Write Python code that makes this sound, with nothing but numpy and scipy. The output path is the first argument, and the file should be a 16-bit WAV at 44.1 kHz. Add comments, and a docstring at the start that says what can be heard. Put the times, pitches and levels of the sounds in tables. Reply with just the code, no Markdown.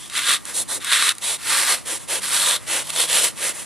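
"""A utility knife saws a block of rigid foam in a small room, close to a pair of microphones.
Room rumble and hissing air run throughout as coloured noise. The end of a light scrape opens the take,
then pushes burst dense streams of brittle cells, with snaps as clumps give way. Softer, smoother pulls
fall between them, and two end in dull shudders. The rasp gains body as the blade sinks deeper; a faint
sinking tone joins from 2.15 s, and light scrapes close the take. A ring and a short tail follow the knife."""
import sys
import numpy as np
from scipy import signal
from scipy.fft import rfft, irfft
from scipy.io import wavfile
from scipy.ndimage import uniform_filter1d

SR = 44100
rng = np.random.default_rng(int(sys.argv[2]) if len(sys.argv) > 2 else 0)


def digitize_waveform(pressure):
    """Quantize a signal to 16-bit integers and store it at the path in sys.argv[1].

    Rows of a 2-D input are taken as channels; values are limited to [-1, 1].
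    """
    field = np.atleast_2d(pressure).T
    bounded = np.clip(field, -1, 1)
    quanta = np.round(bounded * 32767).astype(np.int16)
    wavfile.write(sys.argv[1], SR, quanta)


N = 160965  # length [samples]


def amp(db):
    """Decibels to gain."""
    return 10 ** (np.asarray(db) / 20)


def unit(x):
    """Scales to rms 1."""
    return x / np.sqrt(np.mean(x ** 2) + 1e-20)


def read(points, hz):
    """Reads a table along log frequency."""
    p = np.array(points, float)
    return np.interp(np.log(hz + 1), np.log(p[:, 0] + 1), p[:, 1])


def add(mix, start_s, sound):
    """Mixes a sound in at a time, dropping what falls outside the take."""
    at = round(start_s * SR)
    sound = sound[..., max(-at, 0):]
    part = mix[..., max(at, 0):][..., :sound.shape[-1]]
    part += sound[..., :part.shape[-1]]


def bell(hz, centre, octaves):
    """A bump of height 1 on the log frequency axis."""
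    return np.exp(-.5 * (np.log2((hz + 1) / centre) / octaves) ** 2)


def bins(size=4096):
    """Frequencies on which colours are drawn."""
    return np.fft.rfftfreq(size, 1 / SR)


def colour(x, db):
    """Causal minimum-phase filter with the given gain curve, along the last axis."""
    log_gain = np.log(amp(np.r_[db, db[-2:0:-1]]))
    taps = np.fft.ifft(np.exp(np.conj(signal.hilbert(log_gain)))).real
    return signal.fftconvolve(x, taps[None, :len(db)], axes=1)[:, :x.shape[1]]


def noise(spectrum, channels):
    """Steady coloured room noise of rms 1."""
    return unit(colour(rng.standard_normal((channels, N)), read(spectrum, bins())))


# colour of the low room noise: (frequency [Hz], relative density [dB per Hz])
RUMBLE_SPECTRUM = [(20, -24), (35, -12), (55, -6), (110, -1), (180, -5), (280, -7.5), (450, -16),
                   (800, -16.5), (3000, -55)]
# how loud it reaches the microphones: (time [s], level [dB])
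RUMBLE_LEVEL = [(0, -44), (.85, -43), (1.15, -48), (1.4, -43), (2.5, -43), (3.65, -42.5)]


def rumble():
    """Low room noise with a slowly moving level, opposite in the two channels."""
    level_db = np.interp(np.arange(N) / SR, *np.transpose(RUMBLE_LEVEL))
    return np.array([[1], [-1]]) * noise(RUMBLE_SPECTRUM, channels=1) * amp(level_db)


# colour of the airy room noise: (frequency [Hz], relative density [dB per Hz])
AIR_SPECTRUM = [(30, -11), (150, 0.5), (300, 3.5), (500, -4), (800, -1.5), (1200, 5), (1500, -5.5),
                (1950, 1.5), (2500, -2.5), (6000, -4.5), (10200, 1.5), (12500, -8), (15000, -30)]
AIR_DB = -43.5


def air():
    """Steady wide-band room noise; rows: direct and scattered sound."""
    return amp(AIR_DB) * noise(AIR_SPECTRUM, channels=2)


# resonances of block and knife: (frequency [Hz], width [octaves], gain [dB])
BODY = [(333, 0.047, 3), (430, 0.034, -10), (534, 0.14, 0.5), (760, 0.025, 0.5), (856, 0.015, 4.5),
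        (966, 0.012, 4), (1060, 0.061, -2.5), (1180, 0.02, 3), (1340, 0.027, -5), (1393, 0.038, 3.5),
        (1642, 0.028, 3), (1900, 0.045, 3), (2113, 0.015, 2.5), (2680, 0.015, 3), (3010, 0.013, 2),
        (3410, .01, 2), (3860, 0.0077, 2), (4360, 0.0085, 2.5), (5500, .02, 2.5), (7660, .012, 0.5),
        (8500, .02, 0.5)]
NARROWEST_OCT = .024  # narrower resonances are widened to this
MIDDLE_HZ, MIDDLE_OCT, RING_OCT, HISS_HZ, HISS_OCT = 1840, 1, 0.14, 8600, 0.59
EDGE_ORDER, EDGE_LEAK_DB = 6.7, -10  # steepness of the bass edge, and the most it takes away


def foam(rasp, edge_hz, middle_db, ring_hz, ring_db, hiss_db):
    """Gain curve of block and blade: rasp, bass edge, resonances, middle, blade ring and hiss."""
    hz = bins()
    bass_cut = -10 * np.log10(1 + (edge_hz / (hz + 1)) ** (2 * EDGE_ORDER))
    edge = np.maximum(bass_cut, EDGE_LEAK_DB)
    body = sum(db * bell(hz, f, max(width, NARROWEST_OCT)) for f, width, db in BODY)
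    middle = middle_db * bell(hz, MIDDLE_HZ, MIDDLE_OCT)
    ring = ring_db * bell(hz, ring_hz, RING_OCT)
    hiss = hiss_db * bell(hz, HISS_HZ, HISS_OCT)
    return read(rasp, hz) + edge + body + middle + ring + hiss


FLUTTER_S = 0.0034  # time constant of the level flutter
LARGEST = 4.36  # cap on cell size, in units of the spread


def cells(size, per_s, spread_db, smooth, flutter_db):
    """Cells burst in uneven clumps over the rub of the blade's flanks; rows: direct and scattered sound."""
    most = SR // 2
    sizes = amp(spread_db * np.minimum(rng.exponential(1, most), LARGEST))
    signs = rng.choice([-1, 1], (2, most))
    bursts = sizes * signs * (rng.random(most) < per_s / SR)
    rub = rng.standard_normal((2, most))
    memory = np.exp(-1 / (FLUTTER_S * SR))
    flutter = unit(signal.lfilter([1], [1, -memory], rng.standard_normal(most)))
    grain = np.sqrt(1 - smooth) * unit(bursts) + np.sqrt(smooth) * rub
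    return (grain * amp(flutter_db * flutter))[:, :size]


HOLLOW_OCT, MIDDLE_SAG_DB = 0.29, 2.5  # the middle sinks by the sag over one stroke
RIPPLE_DB, RIPPLE_BINS = 1.0, 9  # random fine resonances: rms depth, smoothing [bins]


def stroke(grain, rasp, tone, count=4):
    """The colour shifts as the blade travels: the bass edge moves, the ring changes, fine resonances wander."""
    edge0, edge1, middle_db, ring_hz, ring0, ring1, hiss_db, hollow_hz, hollow_db = tone
    progress = np.linspace(0, 1, grain.shape[1])
    hollow = hollow_db * bell(bins(), hollow_hz, HOLLOW_OCT)
    out = 0
    for at in np.linspace(0, 1, count):
        edge_hz = edge0 * (edge1 / edge0) ** at
        middle_now = middle_db - MIDDLE_SAG_DB * (at - .5)
        ring_db = ring0 + (ring1 - ring0) * at
        db = foam(rasp, edge_hz, middle_now, ring_hz, ring_db, hiss_db)
        ripple = unit(uniform_filter1d(rng.standard_normal(len(db)), RIPPLE_BINS))
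        coloured = unit(colour(grain, db + hollow + RIPPLE_DB * ripple))
        # neighbouring colours cross-fade
        out = out + coloured * np.maximum(1 - abs(progress - at) * (count - 1), 0)
    return unit(out)


# pulls and light scrapes: (start [s], length [s], level at full speed [dB],
# bass edge at the start [Hz], at the end [Hz], middle at mid-stroke [dB], blade ring [Hz],
# ring at the start [dB], at the end [dB], hiss [dB], hollow or bump [Hz], its gain [dB])
PULLS = [ (-.03, .13, -37, 900, 910, 0.5, 3400, 15, 8.2, 2.5, 5200, 3),
         (.443, .108, -31, 785, 450, -1, 3500, 1, 3, -3.5, 2870, -3.5),
         (0.532, 0.11, -20.5, 350, 230, -7.5, 3710, 6, 8.9, 2, 1300, -1),
         (.676, .114, -23, 376, 200, -0.5, 3670, 8.9, 3.1, 1, 2750, -6.5),
         (1.208, 0.17, -21, 440, 367, 4, 3740, 6.3, 5, 2, 1660, -6.5),
         (1.85, 0.14, -23.5, 260, 250, -1, 3230, 3, 2.4, -0.5, 740, -1.5),
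         (1.982, 0.076, -37.5, 400, 400, 0, 3500, 4, 2, 1, 6000, 0),
         (2.075, 0.13, -21, 375, 303, -3, 3030, 2.8, 4.5, -4, 770, -0.5),
         (2.585, 0.12, -42.5, 250, 250, 1, 1950, 5, 8, -3, 4000, -3),
         (2.662, .18, -20.5, 280, 254, 1, 3140, 2, 3.9, -1.5, 1230, -0.5),
         (3.354, 0.1, -30, 280, 282, 1, 3200, 2, 2.5, -1, 700, -1),
         (3.401, 0.13, -20.5, 298, 270, 1, 3200, 0.33, 0.6, -1.5, 880, -5),
         (3.52, 0.14, -31, 258, 260, -1, 3300, 0.67, 1.3, -0.5, 4500, -1.5)]
# rasp of the foam on a pull: (frequency [Hz], relative density [dB per Hz])
PULL_RASP = [(100, -16.5), (300, -7), (420, -5.5), (530, -1.5), (740, -8.5), (950, -4), (1300, -4),
             (2000, -3), (2600, -4), (4200, -4), (4900, -6.5), (6800, -3), (8600, 2), (10600, 2.5),
             (12500, -11.5), (15000, -21.5)]
# grain: (bursts [per s], spread of sizes [dB], smooth share of power [0-1], flutter [dB rms])
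PULL_GRAIN = (12000, 2.6, 0.72, 0.85)
PULL_ARCH, PULL_SKEW = 0.82, 0.97  # how round and how early the speed of a pull peaks


def pulls():
    """The blade slides along its slot, speeding up and slowing in one arch."""
    out = np.zeros((2, N))
    for start_s, length_s, db, *tone in PULLS:
        progress = np.linspace(0, 1, round(length_s * SR))
        speed = abs(np.sin(np.pi * progress ** PULL_SKEW)) ** PULL_ARCH
        scrape = stroke(cells(len(progress), *PULL_GRAIN), PULL_RASP, tone, count=2)
        add(out, start_s, scrape * speed * amp(db))
    return out


# force of each push, one curve per push: (time [s], level before the lift below [dB])
PUSH_FORCES = [
    [(0.09, -64), (0.096, -43), (0.174, -19), (0.232, -26.5), (0.288, -16.5), (0.342, -18), (0.37, -28),
     (0.392, -48), (0.41, -49)],
    [(0.8, -44), (0.814, -36), (0.932, -16), (0.976, -19), (1.086, -18), (1.12, -22.5), (1.14, -62),
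     (1.15, -52)],
    [(1.385, -43), (1.413, -37), (1.507, -18), (1.621, -18), (1.649, -23.5), (1.707, -16), (1.751, -21.5),
     (1.757, -27.5), (1.83, -47.5)],
    [(2.205, -40.5), (2.237, -23), (2.285, -27.5), (2.347, -18), (2.439, -19.5), (2.511, -17.5),
     (2.563, -21.5), (2.6, -53)],
    [(2.84, -38), (2.888, -32), (2.904, -26), (2.916, -34.5), (2.998, -17), (3.03, -18.5), (3.07, -29)],
    [(3.07, -33), (3.1, -20.5), (3.17, -14.5), (3.21, -19.5), (3.254, -17), (3.278, -23), (3.335, -49)],
]
PUSH_LIFT_DB = 1
# colour of each push: (bass edge at the start [Hz], at the end [Hz], middle at mid-stroke [dB],
# blade ring [Hz], ring at the start [dB], at the end [dB], hiss [dB], hollow or bump [Hz], its gain [dB])
PUSH_COLOURS = [ (1070, 1060, 3, 3700, 2.5, 7.5, -0.5, 7600, 1.5),
                (1030, 910, 5.5, 3720, 8.5, 8, 2.5, 4100, -2), (1060, 510, -2.5, 2800, -1, 0, -2, 3000, -1),
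                (1010, 440, -4, 3560, 0, 11.5, -0.5, 3400, -1), (710, 320, -4, 3420, 3, 7.5, 0, 1500, -3.5),
                (470, 290, -1.5, 3080, 5.5, 4, 2.5, 1120, -4)]
# rasp of the foam on a push, also used by the snaps: (frequency [Hz], relative density [dB per Hz])
PUSH_RASP = [(100, -22), (300, -7.5), (550, -2), (800, -8.5), (1100, -0.5), (1600, -1.5), (2000, -1.5),
             (2500, -2), (4200, -1.5), (5000, -5.5), (6600, -6), (8400, 0), (10700, 0), (12500, -11),
             (15000, -26)]
# grain: (bursts [per s], spread of sizes [dB], smooth share of power [0-1], flutter [dB rms])
PUSH_GRAIN = (7000, 3.2, 0.42, 0.95)


def pushes():
    """The edge is driven into fresh foam and bursts its cells as hard as the force curve says."""
    out = np.zeros((2, N))
    for force, tone in zip(PUSH_FORCES, PUSH_COLOURS):
        s, db = np.transpose(force)
        t = np.arange(s[0], s[-1], 1 / SR)
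        rasping = stroke(cells(len(t), *PUSH_GRAIN), PUSH_RASP, tone)
        add(out, s[0], rasping * amp(PUSH_LIFT_DB + np.interp(t, s, db)))
    return out


# the blade catches and snaps free: (time [s], peak level [dB], hiss [dB])
SNAPS = [(.099, -20.5, 10), (.307, -7, -12), (.3375, -4.5, 15), (0.4537, -17, 17), (.846, -13, 16),
         (0.9245, -2.5, -11), (.932, -7.5, -6), (1.024, -2.5, -18), (1.037, -20, -2), (1.092, -1, 6),
         (1.152, -23, 17), (1.183, -17, 10), (2.9034, -10, 4.5), (2.9375, -15.5, 6), (2.962, -9.5, 2)]
SNAP_S = 0.0013  # decay time constant


def snaps():
    """A clump of cells gives way at once: a fast-dying noise burst through the foam's colour."""
    out = np.zeros((2, N))
    t = np.arange(SR // 20) / SR
    for s, db, hiss_db in SNAPS:
        burst = rng.standard_normal((2, len(t))) * np.exp(-t / SNAP_S)
        gain_db = foam(PUSH_RASP, edge_hz=1070, middle_db=4.5, ring_hz=3770, ring_db=7, hiss_db=hiss_db)
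        crack = colour(burst, gain_db)
        add(out, s, amp(db) * crack / abs(crack[0]).max())
    return out


# the block rings on briefly after each stroke: (frequency [Hz], t60 [s], level [dB])
AFTER_RING = [(1190, .18, -39), (1245, .18, -38), (1965, .16, -40), (2105, .18, -38), (2670, .12, -35)]


def after_ring(x):
    """Lightly damped modes fed by the rasp."""
    t = np.arange(SR // 3) / SR
    ring = 0
    for hz, t60, db in AFTER_RING:
        mode = amp(-60 * t / t60) * np.sin(2 * np.pi * hz * t)
        ring = ring + amp(db) * mode / np.linalg.norm(mode)
    return signal.fftconvolve(x, ring[None], axes=1)[:, :N]


# decay of the small room: (frequency [Hz], t60 [s])
ROOM_DECAY = [(200, 1), (2000, 0.17), (12000, 0.14)]
ROOM_DB = -19.5


def room(x):
    """A weak, short tail of decaying noise whose treble dies first."""
    hz, t, z = signal.stft(rng.standard_normal((2, SR // 2)), SR, nperseg=256)
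    decay = amp(-60 * t / read(ROOM_DECAY, hz)[:, None])
    tail = signal.istft(z * decay, SR)[1]
    return amp(ROOM_DB) * signal.fftconvolve(x, tail / np.linalg.norm(tail[0]), axes=1)[:, :N]


# the block shudders dully as a pull ends: (time [s], level [dB], centre [Hz])
BUMPS = [(.607, -50, 290), (.757, -40.5, 345)]
BUMP_S, BUMP_OCT, BUMP_DEPTH_DB = 0.013, 1.1, 40  # time to the peak, width, height of the colour


def bumps():
    """Soft, low shudders of the block: coloured noise that swells and dies."""
    out = np.zeros(N)
    t = np.arange(SR // 8) / SR
    swell = t / BUMP_S * np.exp(1 - t / BUMP_S)
    for s, db, hz in BUMPS:
        gain_db = BUMP_DEPTH_DB * bell(bins(), hz, BUMP_OCT)
        shudder = unit(colour(rng.standard_normal((1, len(t))), gain_db)[0])
        add(out, s, amp(db) * swell * shudder)
    return out


# a faint low hum: (time [s], frequency [Hz], peak level [dB])
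HUM = [(2.15, 217.6, -75), (2.21, 207, -50), (2.4, 160, -58.5), (2.778, 155.5, -61.5), (2.87, 158, -52.5),
       (3.25, 158.5, -51), (3.34, 151, -82)]


def hum():
    """One faint low sine that sinks and then roughly holds."""
    s, hz, db = np.transpose(HUM)
    t = np.arange(N) / SR
    phase = 2 * np.pi * np.cumsum(np.interp(t, s, hz)) / SR
    sounding = (t > s[0]) * (t < s[-1])
    return amp(np.interp(t, s, db)) * np.sin(phase) * sounding


# how alike the microphones hear: (frequency [Hz], likeness [0-1])
LIKENESS = [(100, .95), (600, .97), (1200, .996), (2800, .995), (4000, .97), (6300, .86), (9500, .92),
            (12500, .8), (15000, .85)]
# phase by which left leads: (frequency [Hz], lead [radians])
LEAD = [(3400, 0), (5000, -.3), (6300, -.75), (9500, -1.1), (12500, -2), (15000, -3)]
# left over right: (frequency [Hz], balance [dB])
BALANCE = [(200, 0), (380, -.4), (620, 2.3), (900, .8), (1300, 0), (3300, 0), (5500, -1), (9000, -1),
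           (15000, -2.3)]


def microphone_pair(x):
    """Two close microphones: alike in the middle range, parted in the treble by scattered sound."""
    hz = np.fft.rfftfreq(N, 1 / SR)
    like = np.clip(read(LIKENESS, hz), 0, 1)
    # each side takes half of the lead and half of the balance
    lean = np.exp(.5j * read(LEAD, hz)) * amp(read(BALANCE, hz) / 2)
    same = np.sqrt((1 + like) / 2) * rfft(x[0])
    apart = np.sqrt((1 - like) / 2) * rfft(x[1])
    return irfft(np.array([(same + apart) * lean, (same - apart) / lean]), N)


def scene():
    """Knife, ring, room tail and air reach the microphone pair; rumble, bumps and hum are added after it."""
    knife = pulls() + pushes() + snaps()
    heard = air() + knife + after_ring(knife) + room(knife)
    return rumble() + microphone_pair(heard) + bumps() + hum()


LIMIT, CUT_HZ = .85, 15300  # ceiling of the peaks [full scale], top of the band


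def record(dry):
    """The loudest peaks are softly rounded off; then the band limit."""
    rounded = dry / (1 + (dry / LIMIT) ** 6) ** (1 / 6)
    taps = signal.firwin(401, CUT_HZ, window=("kaiser", 9), fs=SR)
    return signal.oaconvolve(rounded, taps[None], "same")


dry = scene()
out = record(dry)
digitize_waveform(out)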